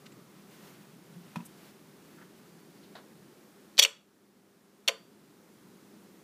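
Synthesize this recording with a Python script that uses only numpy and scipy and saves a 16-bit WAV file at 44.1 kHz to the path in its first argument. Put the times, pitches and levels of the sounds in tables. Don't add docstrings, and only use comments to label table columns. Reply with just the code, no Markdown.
import sys
import numpy as np
from scipy import signal
from scipy.fft import rfft, irfft, next_fast_len
from scipy.io import wavfile
from scipy.ndimage import uniform_filter1d, minimum_filter1d

SR = 44100
rng = np.random.default_rng(int(sys.argv[2]) if len(sys.argv) > 2 else 0)


def transcribe(signal):
    frames = np.atleast_2d(signal).T
    limited = np.clip(frames, -1, 1)
    pcm = np.round(limited * 32767).astype(np.int16)
    wavfile.write(sys.argv[1], SR, pcm)


N = 274787
TIME = np.arange(N) / SR
RING_TIME = TIME[:SR // 4]


def undb(db):
    return 10 ** (np.asarray(db) / 20)


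def add(track, s, sound):
    start = int(s * SR)
    track[start:start + len(sound)] += sound[:N - start]


def lowpass(x, hz, order=2):
    return signal.sosfilt(signal.butter(order, min(hz, SR * .45), fs=SR, output="sos"), x)


def highpass(x, hz):
    return signal.sosfilt(signal.butter(3, hz, "highpass", fs=SR, output="sos"), x)


def noise(colour, size):
    hz, db = np.transpose(colour)
    padded = next_fast_len(size)
    bins = np.fft.rfftfreq(padded, 1 / SR)
    curve = undb(np.interp(np.log(bins + 1), np.log(hz), db))
    y = irfft(rfft(rng.standard_normal(padded)) * curve, padded)[:size]
    return y / y.std()


def hiss(hz, width_hz, size):
    low_hz = np.hypot(hz, width_hz / 2) - width_hz / 2
    band = signal.butter(2, [low_hz, low_hz + width_hz], "bandpass", fs=SR, output="sos")
    y = signal.sosfilt(band, rng.standard_normal(size))
    return y / y.std()


def drift(rate_hz):
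    hold = int(SR / rate_hz)
    steps = np.repeat(rng.standard_normal(N // hold + 1), hold)
    y = uniform_filter1d(uniform_filter1d(steps, hold), hold)[:N]
    return y / y.std()


def fade(t, t60):
    return np.exp(-np.log(1000) * t / t60)


def swell(s, db, length):
    return undb(db) * np.exp(-2 * ((TIME - s) / length) ** 2)


def hand_motion(moves, restless_db, rest_s=3.2, settle_s=.89):
    stirring = undb(restless_db) * np.clip(.5 + (rest_s - TIME) / settle_s, 0, 1)
    return np.sqrt(stirring ** 2 + sum(swell(*move) ** 2 for move in moves))


def ring(modes, scatter_db, length=1, detune=0, accent_hz=1000, accent_db=0, blur=0):
    out = np.zeros(len(RING_TIME))
    steps = RING_TIME[::64]
    for k, (hz, db, t60) in enumerate(modes):
        louder, higher = rng.standard_normal(2)
        accent = accent_db * np.exp(-(np.log2(hz / accent_hz) / .25) ** 2)
        gain = undb(db + accent + scatter_db * louder)
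        phase_step = np.sqrt(2 * np.pi * blur * hz * steps[1])
        wander = phase_step * np.cumsum(rng.standard_normal(len(steps)))
        t = RING_TIME[:int(length * t60 * SR) + 1]
        phase = 2 * np.pi * hz * (1 + detune * higher) * t + np.interp(t, steps, wander - wander[0])
        out[:len(t)] += (-1) ** k * gain * np.sin(phase) * fade(t, length * t60)
    return out


# frequency in Hz, relative level in dB.
AIR_EQ = [(18, -62), (30, -36.5), (85, -23.5), (105, -18.5), (132, -13), (195, -3.5), (234, -6.5),
          (404, -7), (437, -13), (485, -13), (662, -19), (1300, -21), (2770, -28), (4650, -29),
          (15000, -33.5)]
RUMBLE_EQ = [(40, -48), (98, -33), (130, -6.5), (170, 0.5), (210, -14.5), (400, -14.5), (2000, -66)]
# pitch in Hz, level in dB.
HUM_TONES = [(203, -66.5), (405, -76)]
# fastest moment in seconds, level in dB, length in seconds.
HAND_SHIFTS = [(.175, -50, 0.07), (.68, -65, 0.22), (1.16, -61, 0.2), (1.89, -59, 0.14),
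               (3.22, -62.5, 0.23)]

def background():
    air = noise(AIR_EQ, N)
    air += lowpass(air, 497) * (undb(drift(rate_hz=6)) - 1)
    waver = undb(.87 * drift(rate_hz=8.7))
    hum = np.zeros(N)
    for hz, db in HUM_TONES:
        pitch_hz = hz + 2.5 * drift(rate_hz=16)
        hum += undb(db) * np.sqrt(2) * np.sin(2 * np.pi * np.cumsum(pitch_hz) / SR)
    rumble = hand_motion(HAND_SHIFTS, restless_db=-64) * noise(RUMBLE_EQ, N)
    return undb(-57) * air + waver * hum + rumble


# frequency in Hz, relative level in dB.
REVERB_EQ = [(100, -6), (500, 1.5), (1200, 6.5), (2400, -4.5), (3300, -6.5), (4500, -6), (5800, -8.5),
             (8000, -1), (15000, -5.5)]

def room(x, wet_db=-18, t60_low=.295, t60_high=.22, split_hz=6500, build_s=.0069):
    echoes = noise(REVERB_EQ, len(RING_TIME))
    low = signal.sosfiltfilt(signal.butter(2, split_hz, fs=SR, output="sos"), echoes)
    tail = low * fade(RING_TIME, t60_low) + (echoes - low) * fade(RING_TIME, t60_high)
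    tail *= np.minimum(RING_TIME / build_s, 1)
    return x + undb(wet_db) * signal.fftconvolve(x, tail / np.linalg.norm(tail))[:N]


# frequency in Hz, relative level in dB.
SKIN_EQ = [(200, -14), (600, 3), (1500, 0), (3000, -2), (5000, -6.5), (9000, -10), (15000, -9)]
# fastest moment in seconds, level in dB, length in seconds.
SKIN_STROKES = [(.645, -57.5, 0.2), (1.43, -59.5, 0.45), (2.13, -62.5, 0.13)]
# fastest moment in seconds, level in dB, length in seconds, centre in Hz, width in Hz.
SLOW_RUBS = [(.17, -69, 0.47, 1210, 220), (1.143, -51.5, 0.19, 172, 23.6), (2.65, -77, 0.3, 4630, 380)]

def sliding():
    uneven = undb(2.27 * drift(rate_hz=21.6))
    skin = hand_motion(SKIN_STROKES, restless_db=-68) * noise(SKIN_EQ, N)
    rubs = sum(swell(s, db, length) * hiss(hz, width_hz, N) for s, db, length, hz, width_hz in SLOW_RUBS)
    return uneven * (skin + rubs)


# time in seconds, level in dB, centre in Hz, width in Hz,
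# attack in seconds, 60 dB decay in seconds.
LIGHT_TOUCHES = [(0.06, -51.5, 2820, 3780, 0.013, 0.037), (.118, -62, 7500, 900, .008, 0.074),
                 (.12, -59, 2500, 2500, .004, 0.046), (1.454, -49.5, 9650, 6000, 0.016, 0.046),
                 (2.18, -55, 1470, 500, 0.012, 0.083), (2.214, -52.5, 1200, 1100, 0.011, 0.11),
                 (2.826, -62, 3500, 1800, 0.026, 0.19), (2.953, -46.5, 780, 980, 0.002, 0.21),
                 (2.954, -51.5, 3720, 1500, 0.0023, 0.16)]

def touches():
    out = np.zeros(N)
    for s, db, hz, width_hz, attack, t60 in LIGHT_TOUCHES:
        envelope = np.minimum(RING_TIME / attack, 1) * fade(np.maximum(RING_TIME - attack, 0), t60)
        add(out, s - attack / 2, undb(db) * envelope * hiss(hz, width_hz, len(RING_TIME)))
    return out


# pitch in Hz, relative level in dB, 60 dB decay in seconds.
KNOCK_MODES = [(590, -15, 0.064), (745, -18, .05), (980, 1.5, 0.032), (1310, -14, 0.032), (1770, -10, 0.03),
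               (2510, -6, 0.04), (2660, -5.5, 0.032), (3400, -18, 0.02)]
SWAY_MODES = [(170, 0, .14), (226.4, 1.5, 0.15), (310, -8, 0.095)]
# knock start in seconds, its gain in dB, thump start in seconds, its gain in dB.
HAND_BUMPS = [(1.3581, -31.5, 1.3642, -32.5), (1.4040, -48, 1.3989, -45.5)]
WOOD_BLUR = .002

def bumps():
    out = np.zeros(N)
    for knock_s, knock_db, thump_s, thump_db in HAND_BUMPS:
        tick = lowpass(noise(SKIN_EQ, len(RING_TIME)), 6000, order=1) * fade(RING_TIME, t60=.073)
        knock = ring(KNOCK_MODES, scatter_db=1, blur=WOOD_BLUR)
        add(out, knock_s, undb(knock_db) * (knock + undb(-8) * tick))
        add(out, thump_s, undb(thump_db) * ring(SWAY_MODES, scatter_db=2))
    return highpass(out, 100)


# pitch in Hz, relative level in dB, 60 dB decay in seconds.
COIN_MODES = [(4550, 6.5, 0.089), (4640, -17, .42), (7560, -6.5, .07)]

def coin(start_s=4.883, gain_db=-34):
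    out = np.zeros(N)
    add(out, start_s, undb(gain_db) * ring(COIN_MODES, scatter_db=4))
    return out


# frequency in Hz, relative level in dB.
CRACK_EQ = [(100, -40.5), (400, -17.5), (1400, -14.5), (2300, 0.5), (4000, -5), (6000, -2), (8300, -2.5),
            (9800, -11), (11500, -5.5), (15000, -4)]

def crack(t60):
    return noise(CRACK_EQ, len(RING_TIME)) * fade(RING_TIME, t60)


# pitch in Hz, relative level in dB, 60 dB decay in seconds.
SHELL_MODES = [(1772, -21.5, .07), (2190, -15, 0.042), (2410, -7, .028), (2600, -10, .03), (2960, -7, .041),
               (3256, -2.5, .038), (3480, -6.5, 0.029), (3740, -9, 0.055), (4360, -7, .03),
               (4477, -3.5, .038), (5340, -12.5, 0.028), (5720, -4.5, 0.045), (6080, -6.5, 0.032),
               (6560, -10, .03), (6950, -12.5, .026), (7420, -6.5, 0.035), (8000, -14.5, 0.017),
               (8590, -10, 0.015), (10800, -14, 0.027), (11400, -10.5, 0.031), (12504, -13.5, 0.019),
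               (13400, -16, .02), (14630, -19.5, .015)]

def rim_contact(sharp_hz, spot_hz, length):
    push = RING_TIME / .00035
    snap = undb(-4) * np.sin(2 * np.pi * spot_hz * RING_TIME) * push * np.exp(1 - push)
    shell = ring(SHELL_MODES, scatter_db=3, length=length, detune=.013,
                 accent_hz=spot_hz, accent_db=3, blur=.008)
    body = lowpass(shell, sharp_hz) + lowpass(crack(t60=.02), sharp_hz, order=1)
    return snap + undb(-9.5) * body


# fastest moment in seconds, level in dB, length in seconds.
RIM_SKIDS = [(3.787, -23.5, 0.0035), (3.814, -28, 0.0096), (3.831, -26.5, .011), (4.905, -43.5, .014)]

def skids():
    catches = rng.standard_normal(N) * undb(2.3 * rng.standard_normal(N))
    shell = ring(SHELL_MODES, scatter_db=.5, length=.16)
    rasp = undb(-5) * crack(t60=.014)
    grit = lowpass(signal.oaconvolve(catches, shell + rasp)[:N], 6400)
    return sum(swell(*skid) for skid in RIM_SKIDS) * grit / grit.std()


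# pitch in Hz, relative level in dB, 60 dB decay in seconds.
WOOD_MODES = [(450, -1.5, 0.14), (495, -6.5, 0.088), (552, 0, .09), (684, -7.5, .065), (810, -12, 0.06),
              (1026, -3, .05), (1290, -1.5, .055), (1473, -10.5, 0.054), (1774, -5, .05), (1970, -5, .045),
              (2150, -3, 0.049)]
# start in seconds, force in dB, contact sharpness as a cutoff in Hz,
# pitch the struck spot favours in Hz, relative send to the table in dB, shell ring length (1 = free),
# time to the first rebound in seconds, share of speed kept at each rebound.
RIM_LANDINGS = [(3.7712, -35.5, 6000, 3950, -23, 0.34, .001, .3),
                (3.7796, -14.5, 3970, 4430, -6, 0.76, 0.0017, 0.22),
                (3.7906, 2, 7000, 4443, -4, 0.78, 0.0014, 0.78),
                (3.7942, 7, 8400, 3420, -11, 0.61, 0.00084, 0.33),
                (3.7955, 5.5, 15110, 5800, -14, 0.93, .002, .15),
                (3.8174, -7, 4803, 3200, -2.5, 0.93, 0.0042, 0.45),
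                (3.8237, -0.5, 8966, 3280, -17, .65, .0012, .45),
                (3.827, -0.4, 9990, 3318, -10, .8, .003, 0.55),
                (3.8357, -0.5, 12100, 5900, -10, .72, .0016, 0.45),
                (3.8494, 4.5, 3680, 2670, -11.5, .48, 0.0034, 0.27),
                (3.8586, -12.5, 3200, 2520, 0.5, 0.66, 0.0026, .45),
                (4.8774, -8.5, 4460, 2985, -14, 0.92, .0036, 0.603),
                (4.8825, -5.5, 9000, 3050, -4.5, 0.32, 0.0011, 0.38),
                (4.8850, -8, 5200, 3320, -4.5, 0.37, 0.00094, 0.46),
                (4.8882, -12.5, 1400, 2170, 9.5, 0.43, 0.0015, 0.27),
                (4.8915, -8, 3200, 2350, -26, 0.38, 0.0019, 0.26)]

def capsule(contacts=3, release_s=4.3, pressed_ring=.7):
    out = np.zeros(N)
    for s, db, sharp_hz, spot_hz, table_db, length, flight_s, kept in RIM_LANDINGS:
        wood_length = pressed_ring if s < release_s else 1
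        wood = ring(WOOD_MODES, scatter_db=1.5, length=wood_length, detune=.003, blur=WOOD_BLUR)
        add(out, s, undb(db + table_db - 21) * lowpass(wood, sharp_hz))
        for rebound in range(contacts):
            speed = kept ** rebound
            add(out, s, undb(db) * speed * rim_contact(sharp_hz, spot_hz, length))
            s += flight_s * speed
    return highpass(out, 410)


def scene():
    close = capsule() + coin() + skids() + bumps() + sliding() + touches()
    return (room(close) + background())[None]


def record(dry, threshold_db=-14.5, max_cut_db=9, release_db_per_s=4.5, top_hz=15300):
    power = uniform_filter1d(dry[0] ** 2, size=256)
    level_db = 10 * np.log10(np.maximum(power, 1e-12))
    cut_db = np.clip(level_db - threshold_db, 0, max_cut_db)
    recovery_db = release_db_per_s * TIME
    duck_db = np.maximum.accumulate(cut_db + recovery_db) - recovery_db
    ducked = dry * undb(-uniform_filter1d(duck_db, size=256))
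    limiter_gain = .95 / np.maximum(np.abs(ducked), .95)
    limited = ducked * uniform_filter1d(minimum_filter1d(limiter_gain, size=32), size=32)
    return signal.sosfilt(signal.ellip(10, .2, 80, top_hz, fs=SR, output="sos"), limited)


dry = scene()
out = record(dry)
transcribe(out)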